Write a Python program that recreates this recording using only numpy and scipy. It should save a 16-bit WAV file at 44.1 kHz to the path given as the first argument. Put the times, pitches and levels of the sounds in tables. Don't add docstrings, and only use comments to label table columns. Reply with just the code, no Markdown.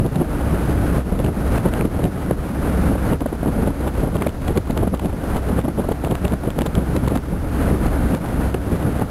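import sys
import numpy as np
from scipy import signal
from scipy.fft import rfft, irfft
from scipy.io import wavfile

SR = 44100
rng = np.random.default_rng(int(sys.argv[2]) if len(sys.argv) > 2 else 0)


def persist_wave(psi):
    counts = np.round(np.clip(psi, -1, 1) * 32767).astype(np.int16)
    wavfile.write(sys.argv[1], SR, np.atleast_2d(counts).T)


N = 401310
TIME = np.arange(N) / SR


def amp(db):
    return 10 ** (np.asarray(db) / 20)


def unit_rms(x):
    return x / np.sqrt(np.mean(x ** 2) + 1e-20)


def curve(table, at_s=TIME):
    return np.interp(at_s, *np.transpose(table))


def smooth(x, span_s):
    window = signal.windows.hann(int(span_s * SR))
    return signal.fftconvolve(x, window / window.sum(), "same")


def colour(x, spectrum):
    hz, db = np.transpose(spectrum)
    bins_hz = np.fft.rfftfreq(len(x), 1 / SR)
    gain_db = np.interp(np.log(bins_hz + 1), np.log(hz), db)
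    return irfft(rfft(x) * amp(gain_db), len(x))


def low_pass(x, hz):
    return signal.oaconvolve(x, signal.firwin(511, hz, window=("kaiser", 9), fs=SR), "same")


def flutter(rate_hz):
    bins_hz = np.fft.rfftfreq(N, 1 / SR)
    return unit_rms(irfft(rfft(rng.standard_normal(N)) / (1 + (bins_hz / rate_hz) ** 2), N))


def steady_noise(spectrum, span_s):
    noise = colour(rng.standard_normal(N), spectrum)
    return noise / np.sqrt(smooth(noise ** 2, span_s) + 1e-12)


def burst(spectrum, pitch_ratio, length_s, spikiness, samples=8192):
    t = (np.arange(samples) - samples // 2) / SR
    envelope = np.exp(-.5 * (2 * t / max(length_s, .001)) ** 2)
    noise = rng.standard_normal(samples)
    spikes = np.sign(noise) * abs(noise) ** spikiness
    swings = colour(spikes * envelope, [(hz * pitch_ratio, db) for hz, db in spectrum])
    return unit_rms(swings) * np.sqrt(np.mean(envelope ** 2))


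def add_centred(mix, centre_s, sound):
    at = round(centre_s * SR) - len(sound) // 2 + np.arange(len(sound))
    inside = (at >= 0) & (at < N)
    mix[at[inside]] += sound[inside]


# breakaway time in seconds, relative peak level in dB, build-up in seconds.
GUST_PEAKS = [(0.55, -40, .35), (0.975, -38, 0.49), (1.28, -42.5, 0.29), (1.57, -37, 0.16),
              (1.81, -39.5, 0.35), (2.06, -41.5, 0.2), (2.31, -43, 0.2), (2.9, -38, 0.43),
              (3.12, -38.5, 0.35), (3.7, -39, 0.26), (3.85, -42.5, 0.086), (4.03, -41.5, 0.14),
              (4.26, -43.5, 0.35), (4.49, -42, 0.06), (4.84, -41, 0.12), (5.37, -39, 0.18),
              (5.58, -39.5, 0.15), (6.32, -45.5, 0.67), (7.17, -41.5, 0.67), (7.68, -36, 0.1),
              (8.141, -37.5, 0.58), (8.47, -39, 0.23), (9.02, -39.5, .45)]


def gusts(lull_db=-47.5, usual_db=-41, build_db=5.5, fall_db_per_s=249):
    power = amp(lull_db) ** 2
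    for break_s, peak_db, build_s in GUST_PEAKS:
        before_s = np.maximum(break_s - TIME, 0)
        after_s = np.maximum(TIME - break_s, 0)
        power += amp(peak_db - build_db * (before_s / build_s) ** 2 - fall_db_per_s * after_s) ** 2
    return 10 * np.log10(power) - usual_db


# frequency in Hz, relative level in dB.
ROAR_SPECTRUM = [(40, -17.5), (150, 1), (240, -0.5), (290, 2.5), (365, -7.5), (520, -6.5), (750, -10.5),
                 (1050, -16), (1430, -15), (1750, -21), (2600, -28), (3600, -33.5), (5400, -37.5)]


def airflow(gust_db, level_db=-26.0, flutter_db=0.88, brightening=0.041):
    roar = steady_noise(ROAR_SPECTRUM, span_s=0.059)
    body = low_pass(roar, hz=900)
    rush = (roar - body) * amp(brightening * gust_db)
    return (body + rush) * amp(gust_db + level_db + flutter_db * flutter(rate_hz=35))


# frequency in Hz, relative level in dB.
BLUSTER_SPECTRUM = [(8, -12), (28, -18), (45, -6), (70, 0.5), (115, 2), (190, 5), (290, -5.5), (420, -6.5),
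                    (800, -24.5), (2000, -36), (5400, -54)]


def turbulence(gust_db, thumps, level_db=-29.0, follow=1.23, cap_db=3, wake_db=-4.0, flutter_db=3.5):
    stream = amp(level_db + follow * np.minimum(gust_db, cap_db))
    wake = amp(wake_db) * np.sqrt(abs(smooth(thumps ** 2, span_s=0.096)))
    bluster = steady_noise(BLUSTER_SPECTRUM, span_s=0.06)
    return bluster * np.hypot(stream, wake) * amp(flutter_db * flutter(rate_hz=25))


# frequency in Hz, relative level in dB.
HULL_SPECTRUM = [(25, -15), (44, -0.5), (53, -8), (60, -0.5), (68, 4.5), (78, -8), (110, -8.5),
                 (300, -59.5)]
# time in seconds, level in dB before gusts and throb.
RUMBLE_LEVELS = [(0.0, -15), (0.15, -27.0), (0.4, -23), (2.0, -24), (2.15, -28.5), (2.4, -22), (2.5, -35),
                 (2.6, -22.5), (3.9, -25), (4.05, -19.5), (4.2, -27), (4.45, -22.5), (5.1, -20),
                 (5.2, -31.5), (5.3, -23), (6.25, -24.5), (8.05, -21.5), (8.25, -31.5), (8.35, -21.5),
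                 (9.09, -27)]


def hull_rumble(gust_db, follow=0.74, throb_db=1.1):
    rumble = steady_noise(HULL_SPECTRUM, span_s=0.12)
    return rumble * amp(curve(RUMBLE_LEVELS) + follow * gust_db + throb_db * flutter(rate_hz=8))


def bow_wash(level_db=-48):
    spectrum_hz_db = [(100, 5.5), (1000, 0), (2500, -7.5), (5400, -7.5), (8000, -30)]
    return amp(level_db) * unit_rms(colour(rng.standard_normal(N), spectrum_hz_db))


# frequency in Hz before pitch shift, relative level in dB.
EDDY_SPECTRUM = [(15, -21), (70, -1), (170, -0.5), (300, -1), (500, -6), (780, -12.5), (1200, -23),
                 (2000, -41), (3800, -44.5), (5400, -86)]


def eddy(length_s, hardness, usual_s=0.013):
    pitch_ratio = hardness * (usual_s / length_s) ** 0.21
    return burst(EDDY_SPECTRUM, pitch_ratio, 0.85 * length_s, spikiness=2.28)


# time in seconds, small eddies per second at full flow.
CHOP_RATES = [(0, 4.4), (2.9, 2.87), (4.1, 18.6), (6.8, 22), (7.3, 3), (9.1, 4.7)]


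def choppiness(at_s=TIME, usual_per_s=8):
    return curve(CHOP_RATES, at_s) / usual_per_s


# centre time in seconds, relative level in dB, nominal length in seconds.
STRONG_EDDIES = [(0.017, -21, 0.027), (0.06, -16, 0.017), (0.166, -18.5, 0.025), (0.215, -15.5, 0.022),
                 (0.985, -20, 0.025), (1.124, -19, 0.022), (1.202, -15, 0.01), (1.252, -17.5, 0.032),
                 (1.287, -17, 0.015), (1.58, -19, 0.0056), (1.659, -13, .012), (1.818, -17, 0.019),
                 (1.854, -11, 0.0077), (1.998, -17.5, 0.015), (2.052, -15, 0.032), (2.312, -10, 0.0043),
                 (2.919, -19, 0.016), (2.956, -20, 0.01), (3.13, -14.5, 0.015), (3.219, -16, 0.0099),
                 (3.263, -14, .0065), (3.331, -17.5, .009), (3.432, -18, 0.0061), (3.461, -16, 0.005),
                 (3.486, -17, 0.017), (3.576, -22.5, 0.065), (3.635, -20, 0.028), (3.674, -16.5, 0.018),
                 (3.708, -17, 0.0036), (3.848, -26, 0.029), (3.874, -17, 0.011), (4.042, -17.5, .02),
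                 (4.08, -21, 0.02), (4.157, -12.5, .008), (4.213, -19.5, .015), (4.268, -13.5, 0.0062),
                 (4.498, -18, 0.032), (4.572, -14, 0.022), (4.703, -17, 0.012), (4.772, -19, 0.013),
                 (4.8, -21, 0.024), (4.832, -17.5, 0.025), (4.875, -15, 0.011), (4.941, -15, 0.011),
                 (5.047, -18.5, 0.032), (5.362, -15, 0.0093), (5.5, -20, 0.011), (5.59, -14.5, 0.0098),
                 (5.652, -18, 0.019), (5.685, -16, 0.0075), (5.794, -16.5, 0.021), (5.891, -13.5, 0.0065),
                 (5.92, -17, 0.011), (6.043, -18, 0.0089), (6.072, -18, 0.0084), (6.118, -18, 0.034),
                 (6.254, -16.5, 0.018), (6.324, -19.5, .012), (6.337, -13.5, 0.006), (6.481, -17.5, 0.019),
                 (6.589, -13.5, 0.005), (6.617, -18, .016), (6.662, -19, 0.014), (6.783, -19.5, 0.038),
                 (6.966, -17, 0.026), (7.035, -19, 0.016), (7.078, -14.5, 0.0048), (7.123, -19, 0.026),
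                 (7.16, -14.5, 0.012), (7.335, -21.5, 0.029), (7.712, -15.5, 0.014), (7.75, -20, 0.012),
                 (7.862, -16.5, 0.007), (8.143, -15.5, 0.014), (8.548, -12, 0.0054), (8.726, -18.5, 0.033),
                 (8.873, -20, 0.037), (9.02, -13.5, 0.0077)]


def buffets(gain_db=1):
    out = np.zeros(N)
    for centre_s, db, length_s in STRONG_EDDIES:
        hardness = choppiness(centre_s) ** 0.042
        add_centred(out, centre_s, amp(db + gain_db) * eddy(length_s, hardness))
    return out


# frequency in Hz before any pitch shift, relative level in dB.
PORT_SPECTRUM = [(200, 11.5), (900, 17.5), (1600, 11), (2400, 5.5), (3000, 10), (3800, 4), (4600, -1),
                 (5400, -7.5)]


def rasp(pressure, level_db=-32, full_swing=0.23, ragged_db=5):
    hiss = colour(rng.standard_normal(N), PORT_SPECTRUM)
    spits = unit_rms(hiss * amp(ragged_db * np.minimum(flutter(rate_hz=200), 2)))
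    crests = np.tanh(abs(pressure) / full_swing) ** 3.1
    return amp(level_db) * spits * crests * choppiness() ** .35


def crackle(length_s, hz, usual_hz=2950):
    return burst(PORT_SPECTRUM, hz / usual_hz, 0.58 * length_s, spikiness=3.3)


def spatter(gain_db=-22.5, scatter_s=0.015, spread_db=2):
    out = np.zeros(N)
    for centre_s, db, _ in STRONG_EDDIES:
        count = rng.poisson(.13 * curve(CHOP_RATES, centre_s))
        for lag, size in rng.standard_normal((count, 2)):
            spit = amp(db + gain_db + spread_db * size) * crackle(length_s=0.0059, hz=2900)
            add_centred(out, centre_s + scatter_s * lag, spit)
    return out


def stalls(depth_db=2.5, half_width_s=0.031, lag_s=0.045):
    dip = np.zeros(N)
    window = signal.windows.hann(int(2 * half_width_s * SR))
    for centre_s, _, length_s in STRONG_EDDIES:
        add_centred(dip, centre_s + length_s / 2 + lag_s, window)
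    return -depth_db * np.minimum(dip, 1)


# centre time in seconds, relative level in dB, nominal length in seconds, treble peak in Hz.
SHARP_EDDIES = [(0.159, -33, 0.0038, 3000), (1.192, -34.5, 0.0047, 2800), (1.246, -37, .008, 2880),
                (1.264, -34, 0.0024, 2600), (1.58, -31.5, 0.0084, 2400), (1.738, -28, 0.0025, 2820),
                (1.811, -24, 0.0022, 2380), (2.041, -33.5, 0.0073, 3000), (2.054, -28.5, 0.0024, 2750),
                (3.134, -32, 0.0023, 2700), (3.208, -32.5, .005, 2400), (3.88, -41, 0.02, 3220),
                (4.224, -27.5, 0.009, 2200), (4.272, -29, 0.003, 2500), (4.482, -33.5, 0.011, 3330),
                (4.577, -29.5, 0.0077, 3410), (4.71, -35.5, .003, 3400), (4.777, -29, 0.0047, 3000),
                (4.949, -39, 0.011, 3000), (4.997, -30.5, 0.0047, 2760), (5.058, -36, 0.0056, 2800),
                (5.369, -34, .008, 3100), (5.923, -38, 0.011, 3012), (6.048, -27, 0.0024, 2460),
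                (6.112, -36.5, 0.013, 2880), (6.153, -26.5, 0.0027, 2635), (6.252, -31.5, 0.0091, 2600),
                (6.281, -33, 0.002, 3500), (6.505, -34, 0.0051, 2900), (6.59, -29.5, 0.002, 3520),
                (6.61, -33, .006, 2400), (6.619, -26, 0.0022, 2780), (6.666, -35.5, 0.019, 3450),
                (6.753, -29.5, 0.0031, 3400), (6.966, -31, 0.0046, 3730), (7.083, -30, 0.0028, 3330),
                (7.159, -35, 0.01, 3150), (7.175, -30.5, 0.0027, 3520), (7.867, -38, .005, 4070),
                (8.15, -34, .005, 3380), (8.545, -31.5, 0.0058, 2763)]


def crackles(gain_db=8.0):
    out = np.zeros(N)
    for centre_s, db, length_s, hz in SHARP_EDDIES:
        add_centred(out, centre_s, amp(db + gain_db) * crackle(length_s, hz))
    return out


def small_eddies(gust_db, flap_db=-26.5, snap_db=-41, follow=.22, spread_db=2):
    out = np.zeros(N)
    rate_per_s = curve(CHOP_RATES) * np.minimum(amp(gust_db) ** 2, 1)
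    for at in np.flatnonzero(rng.random(N) < rate_per_s / SR):
        flap_gain, snap_gain = amp(follow * gust_db[at] + spread_db * rng.standard_normal(2))
        flap = flap_gain * amp(flap_db) * eddy(length_s=0.01, hardness=1.18)
        snap = snap_gain * amp(snap_db) * crackle(length_s=0.011, hz=2800)
        add_centred(out, TIME[at], flap + snap)
    return out


def scene():
    gust_db = gusts() + stalls()
    thumps = buffets()
    stream = airflow(gust_db) + turbulence(gust_db, thumps)
    port = thumps + rasp(thumps) + crackles()
    boat = hull_rumble(gust_db) + bow_wash()
    return (stream + port + boat + small_eddies(gust_db) + spatter())[None]


def record(dry, ceiling=.68, hold_samples=4, edge_hz=15700):
    squeezed = dry[0] / (1 + (dry[0] / ceiling) ** 4) ** (1 / 4)
    decimated = low_pass(squeezed, SR / hold_samples / 2)[::hold_samples]
    stepped = np.repeat(decimated, hold_samples)[:N]
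    return low_pass(stepped, edge_hz)[None]


dry = scene()
out = record(dry)
persist_wave(out)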